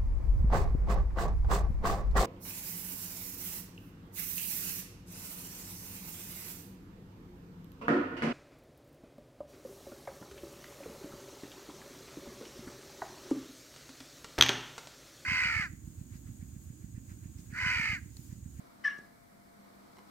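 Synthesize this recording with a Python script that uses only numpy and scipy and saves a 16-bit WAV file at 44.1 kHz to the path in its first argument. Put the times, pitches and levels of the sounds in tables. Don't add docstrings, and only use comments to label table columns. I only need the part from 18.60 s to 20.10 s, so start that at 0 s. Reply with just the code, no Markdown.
import sys
import numpy as np
from scipy import signal
from scipy.fft import rfft, irfft
from scipy.io import wavfile

SR = 44100
rng = np.random.default_rng(int(sys.argv[2]) if len(sys.argv) > 2 else 0)


def wrap_up_sound(samples):
    columns = np.atleast_2d(samples).T
    tamed = np.clip(columns, -1, 1)
    steps = np.round(tamed * 32767).astype(np.int16)
    wavfile.write(sys.argv[1], SR, steps)


N = 66150
T = np.arange(N) / SR

# t/s, f/Hz, level/dB re SQUEAK_DB
SQUEAK_GLIDE = [(.241, 1900, -56), (.243, 1920, -38), (.2478, 1890, -39), (.2488, 1790, -29),
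                (.255, 1762, -24), (.260, 1745, -26.5), (.267, 1728, -23.5), (.2712, 1685, -32),
                (.277, 1685, -32), (.280, 1725, -25), (.284, 1725, -28), (.288, 1690, -39)]
# harmonic number, level/dB re the fundamental
SQUEAK_OVERTONES = [(2, -36), (3, -32)]
# delay/s, level/dB re the dry squeak, pan left/dB
WALL_SLAP = [(0.0312, -14, 1)]
SQUEAK_DB, SQUEAK_LEFT_DB, SQUEAK_RELEASE_S = -1.5, 1.64, 0.0014
def squeak():
    times, hz, db = np.transpose(SQUEAK_GLIDE)
    phase = 2 * np.pi * np.cumsum(np.interp(T, times, hz)) / SR
    wave = np.sin(phase) + sum(amp(d) * np.sin(k * phase) for k, d in SQUEAK_OVERTONES)
    gate = (T > times[0]) * decay(times[-1], SQUEAK_RELEASE_S)
    dry = np.sqrt(2) * wave * amp(SQUEAK_DB + np.interp(T, times, db)) * gate
    slap = sum(amp(d) * pan(left) * np.roll(dry, round(delay * SR)) for delay, d, left in WALL_SLAP)
    return in_room(dry, wet_db=-12.5, left_db=SQUEAK_LEFT_DB) + slap


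# t/s, level/dB
CATCH_TICKS = [(0.2422, -51), (0.2459, -42.5)]
# f/Hz, level/dB re the tick, t60/s
CATCH_RING = [(2640, -5, 0.0088), (5090, -4, .016), (5550, -17, 0.0049), (7560, -20, 0.0069)]
# centre t/s, half length/s, f/Hz, level/dB, reverb send/dB
SIDE_PARTIALS = [(0.26, 0.013, 1152, -49, -14), (0.279, 0.0115, 1140, -47.5, -7.5),
                 (0.248, 0.0061, 1983, -41.5, -3), (.250, 0.0089, 3035, -51, -10),
                 (0.268, 0.0049, 2962, -50, -4.5), (0.286, 0.0041, 2837, -55.5, 5.5)]
SIDE_WOBBLE_HZ, FRICTION_WET_DB = 25, -2.5
def squeak_edges():
    ticks = sum(amp(db) * ring(CATCH_RING, s) for s, db in CATCH_TICKS)
    out = in_room(ticks, FRICTION_WET_DB, SQUEAK_LEFT_DB)
    for s, half_s, hz, db, wet_db in SIDE_PARTIALS:
        phase = 2 * np.pi * np.cumsum(hz + SIDE_WOBBLE_HZ * drift(rate_hz=283)) / SR
        partial = amp(db) * np.sqrt(2) * np.sin(phase) * swell_at(s, half_s)
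        out += in_room(partial, wet_db, SQUEAK_LEFT_DB)
    return out


# f/Hz, relative level/dB
SCRAPE_EQ = [(100, -40), (800, -37.5), (1100, 6), (2000, 5.5), (3200, 0), (4200, -7.5), (6000, -5),
             (7000, -29), (9200, -27), (11000, -43)]
# f/Hz, bandwidth/Hz, level/dB
RASP_RESONANCES = [(1540, 49, -74), (1679, 30, -41), (2278, 64, -56), (2630, 28, -72.5), (3380, 160, -76.5),
                   (5270, 110, -71), (5705, 250, -60.5), (6220, 130, -67), (7820, 330, -72),
                   (8940, 250, -73.5)]
RASP_START_S, RASP_ATTACK_S, RASP_END_S, RASP_RELEASE_S = 0.2395, 0.002, 0.27, 0.012
SCRAPE_DB, SLIPS_PER_S, SLIP_SPREAD_DB = -50, 2100, 5.5
def rasp():
    gate = np.clip((T - RASP_START_S) / RASP_ATTACK_S, 0, 1) ** 2 * decay(RASP_END_S, RASP_RELEASE_S)
    strength = rng.standard_normal(N) * amp(SLIP_SPREAD_DB * rng.standard_normal(N))
    slips = gate * strength * (rng.random(N) < SLIPS_PER_S / SR)
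    out = amp(SCRAPE_DB) * unit(colour(slips, SCRAPE_EQ))
    for hz, width_hz, db in RASP_RESONANCES:
        mode = (1 - decay(0, 0.003)) * np.exp(-np.pi * width_hz * T) * np.sin(2 * np.pi * hz * T)
        out += amp(db) * unit(signal.fftconvolve(slips, mode[:4096])[:N])
    out *= np.sqrt(np.mean(gate ** 2))
    return in_room(out, FRICTION_WET_DB, SQUEAK_LEFT_DB)


# f/Hz, level/dB re PAW_DB, t60/s
STOOL_MODES = [(216, -9, 0.14), (285, -9.5, 0.045), (377, -1.5, 0.019), (710, -11, 0.0061)]
# f/Hz, relative level/dB
CLAW_EQ = [(500, -30), (4000, -10), (6200, 1), (8200, -5), (10000, -15), (15000, -25)]
# f/Hz, relative level/dB
CUSHION_EQ = [(25, -20), (55, -6), (110, -2), (140, -3), (200, -30), (600, -39), (5000, -68)]
# centre t/s, half length/s, level/dB
WEIGHT_SHIFTS = [(.62, .07, -68), (0.794, 0.031, -74.5), (1.204, 0.073, -73.5)]
PAW_S, PAW_DB, PAW_LOW_CUT_HZ = 0.3882, -43.5, 130
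CLAW_S, CLAW_DB = 0.3865, -66.5
def paw():
    low_cut = signal.butter(2, PAW_LOW_CUT_HZ, "high", fs=SR, output="sos")
    thump = amp(PAW_DB) * signal.sosfilt(low_cut, ring(STOOL_MODES, PAW_S))
    claw = amp(CLAW_DB) * unit(colour(rng.standard_normal(N), CLAW_EQ)) * swell_at(CLAW_S, half_s=0.007)
    cushion = diffuse(CUSHION_EQ) * sum(amp(db) * swell_at(s, half_s) for s, half_s, db in WEIGHT_SHIFTS)
    return in_room(thump + claw, wet_db=-8, left_db=0.5) + cushion


# t/s, level/dB, brightness/dB per octave
TAP_HITS = [(1.049, -58, -0.5), (1.3695, -51.5, 0), (1.3847, -47.5, 0), (1.3903, -47, 0), (1.4755, -57, 3)]
# f/Hz, level/dB re the tap, t60/s
TAP_RING = [(836, -10, .012), (985, -4, .04), (1290, -9, .008), (2060, -7.5, 0.021), (2940, -11, 0.011),
            (4040, -11.5, .01), (5450, -11.5, 0.013)]
SCUFF_DB, SCUFF_DECAY_S = -10, 0.0027
def taps():
    out = np.zeros(N)
    for s, db, tilt_db in TAP_HITS:
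        burst = rng.standard_normal(N) * (T > s) * decay(s, SCUFF_DECAY_S)
        scuff = amp(SCUFF_DB) * signal.lfilter([0.5], [1, -0.5], burst)
        out += amp(db) * (ring(TAP_RING, s, tilt_db) + scuff)
    return in_room(out, wet_db=-5, left_db=-0.5)


# f/Hz, relative level/dB
RUSTLE_EQ = [(40, -12.5), (150, -8), (290, 7.5), (400, 0.5), (800, -1), (1250, 1.5), (1800, -11.5),
             (2250, -16.5), (2700, -19), (4200, -13), (5600, -18.5), (7000, -24), (15000, -29)]
# t/s, level/dB
RUSTLE_RIDE = [(0, -61), (.15, -63), (.35, -60), (.47, -63.5), (.6, -76), (.8, -70), (.95, -66),
               (1.06, -61.5), (1.17, -62), (1.3, -61), (1.39, -59.5), (1.44, -62.5), (1.5, -57)]
RUSTLE_GRAIN_DB = 0.5
def rustle():
    return diffuse(RUSTLE_EQ) * level(RUSTLE_RIDE) * amp(RUSTLE_GRAIN_DB * drift(rate_hz=105))


# t/s, level/dB
HUM_RIDE = [(0, -61), (.07, -81), (.16, -67), (.23, -66), (.45, -69.5), (.65, -94), (.73, -63), (.83, -68),
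            (.93, -79.5), (.99, -59), (1.09, -68.5), (1.2, -60.5), (1.32, -73), (1.41, -62.5), (1.5, -66.5)]
# f/Hz, level/dB, wander/Hz, right-channel lag/rad
APPLIANCE_TONES = [(244.5, -73.5, 1.36, 0.72), (690, -70.5, 0.9, 1.5), (7790, -86.5, 0.81, .5)]
def hum():
    low = tone(hz=199.07, wander_hz=2.52, lag_rad=0.46) * level(HUM_RIDE) * pan(left_db=1.5)
    return low + sum(amp(db) * tone(hz, wander, lag) for hz, db, wander, lag in APPLIANCE_TONES)


# f/Hz, relative level/dB
AIR_EQ = [(20, -1), (55, 5), (110, 5.5), (170, 10.5), (290, 9), (380, 3), (640, 6.5), (850, 2), (1250, 1),
          (1800, -2.5), (2270, -1), (2550, -13.5), (3200, -13.5), (4200, -10.5), (6500, -13.5),
          (12000, -14), (15500, -16.5)]
AIR_DB = -60.5
def room_air():
    return amp(AIR_DB) * diffuse(AIR_EQ)


# f/Hz, t60/s
ROOM_DECAY = [(150, 0.54), (1000, .46), (1750, 0.38), (3000, 0.31), (6000, 0.31), (12000, .2)]
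ROOM_BUILD_S, ROOM_CORRELATION, ROOM_LEFT_DB = 0.022, 0.76, 0.5
def in_room(x, wet_db, left_db):
    a, b = rng.standard_normal((2, N))
    hz, t, bands = signal.stft([a, blend(a, b, ROOM_CORRELATION)], SR, nperseg=256)
    bands = bands * amp(-60 * t / read(ROOM_DECAY, hz)[:, None])
    tail = signal.istft(bands, SR, nperseg=256)[1][:, :N]
    tail *= np.clip(T / ROOM_BUILD_S, 0, 1) ** 4
    wet = np.array([unit(signal.fftconvolve(x, side)[:N]) for side in tail])
    return x * pan(left_db) + wet * x.std() * amp(wet_db) * pan(ROOM_LEFT_DB)


# f/Hz, left-right correlation (-1..1)
BED_CORRELATION = [(60, 0.72), (130, 0.36), (290, 0.038), (640, -0.49), (1410, -0.34), (3100, -0.044),
                   (6820, 0.13), (15000, 0.36)]
# f/Hz, pan left/dB
BED_PAN = [(60, 0.7), (250, 1.4), (500, 0), (1500, 0.1), (8000, 0), (14000, 0.2)]
def diffuse(eq):
    a, b = rfft(rng.standard_normal((2, N)))
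    hz = np.fft.rfftfreq(N, 1 / SR)
    lean = amp(read(BED_PAN, hz))
    sides = np.array([a * lean, blend(a, b, read(BED_CORRELATION, hz)) / lean])
    return unit(colour(irfft(sides, N), eq))


def blend(a, b, correlation):
    return correlation * a + np.sqrt(1 - correlation ** 2) * b


def ring(modes, s, tilt_db=0):
    t = np.maximum(T - s, 0)
    return sum(amp(db + tilt_db * np.log2(hz / 2000) - 60 * t / t60) * np.sin(2 * np.pi * hz * t)
               for hz, db, t60 in modes)


def tone(hz, wander_hz, lag_rad):
    phase = 2 * np.pi * (np.cumsum(hz + wander_hz * drift(rate_hz=12)) / SR + rng.random())
    return np.sqrt(2) * np.sin([phase, phase - lag_rad])


def drift(rate_hz):
    low_pass = np.exp(-(np.fft.rfftfreq(N, 1 / SR) / rate_hz) ** 2)
    return unit(irfft(rfft(rng.standard_normal(N)) * low_pass, N))


def swell_at(s, half_s):
    return np.exp(-((T - s) / half_s) ** 2)


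def decay(s, tau_s):
    return np.exp(-np.maximum(T - s, 0) / tau_s)


def level(ride):
    return amp(np.interp(T, *np.transpose(ride)))


def colour(x, eq):
    return irfft(rfft(x) * amp(read(eq, np.fft.rfftfreq(N, 1 / SR))), N)


def read(curve, hz):
    freqs, values = np.transpose(curve)
    return np.interp(np.log(hz + 1), np.log(freqs + 1), values)


def pan(left_db):
    return amp([[left_db], [-left_db]])


def amp(db):
    return 10 ** (np.asarray(db) / 20)


def unit(x):
    return x / np.sqrt(np.mean(x ** 2) + 1e-20)


def scene():
    return squeak() + squeak_edges() + rasp() + paw() + taps() + rustle() + hum() + room_air()


HIGH_CUT_HZ = 15650
def record(dry):
    high_cut = signal.firwin(801, HIGH_CUT_HZ, window=("kaiser", 9), fs=SR)
    return signal.oaconvolve(dry, high_cut[None], "same")


dry = scene()
out = record(dry)
wrap_up_sound(out)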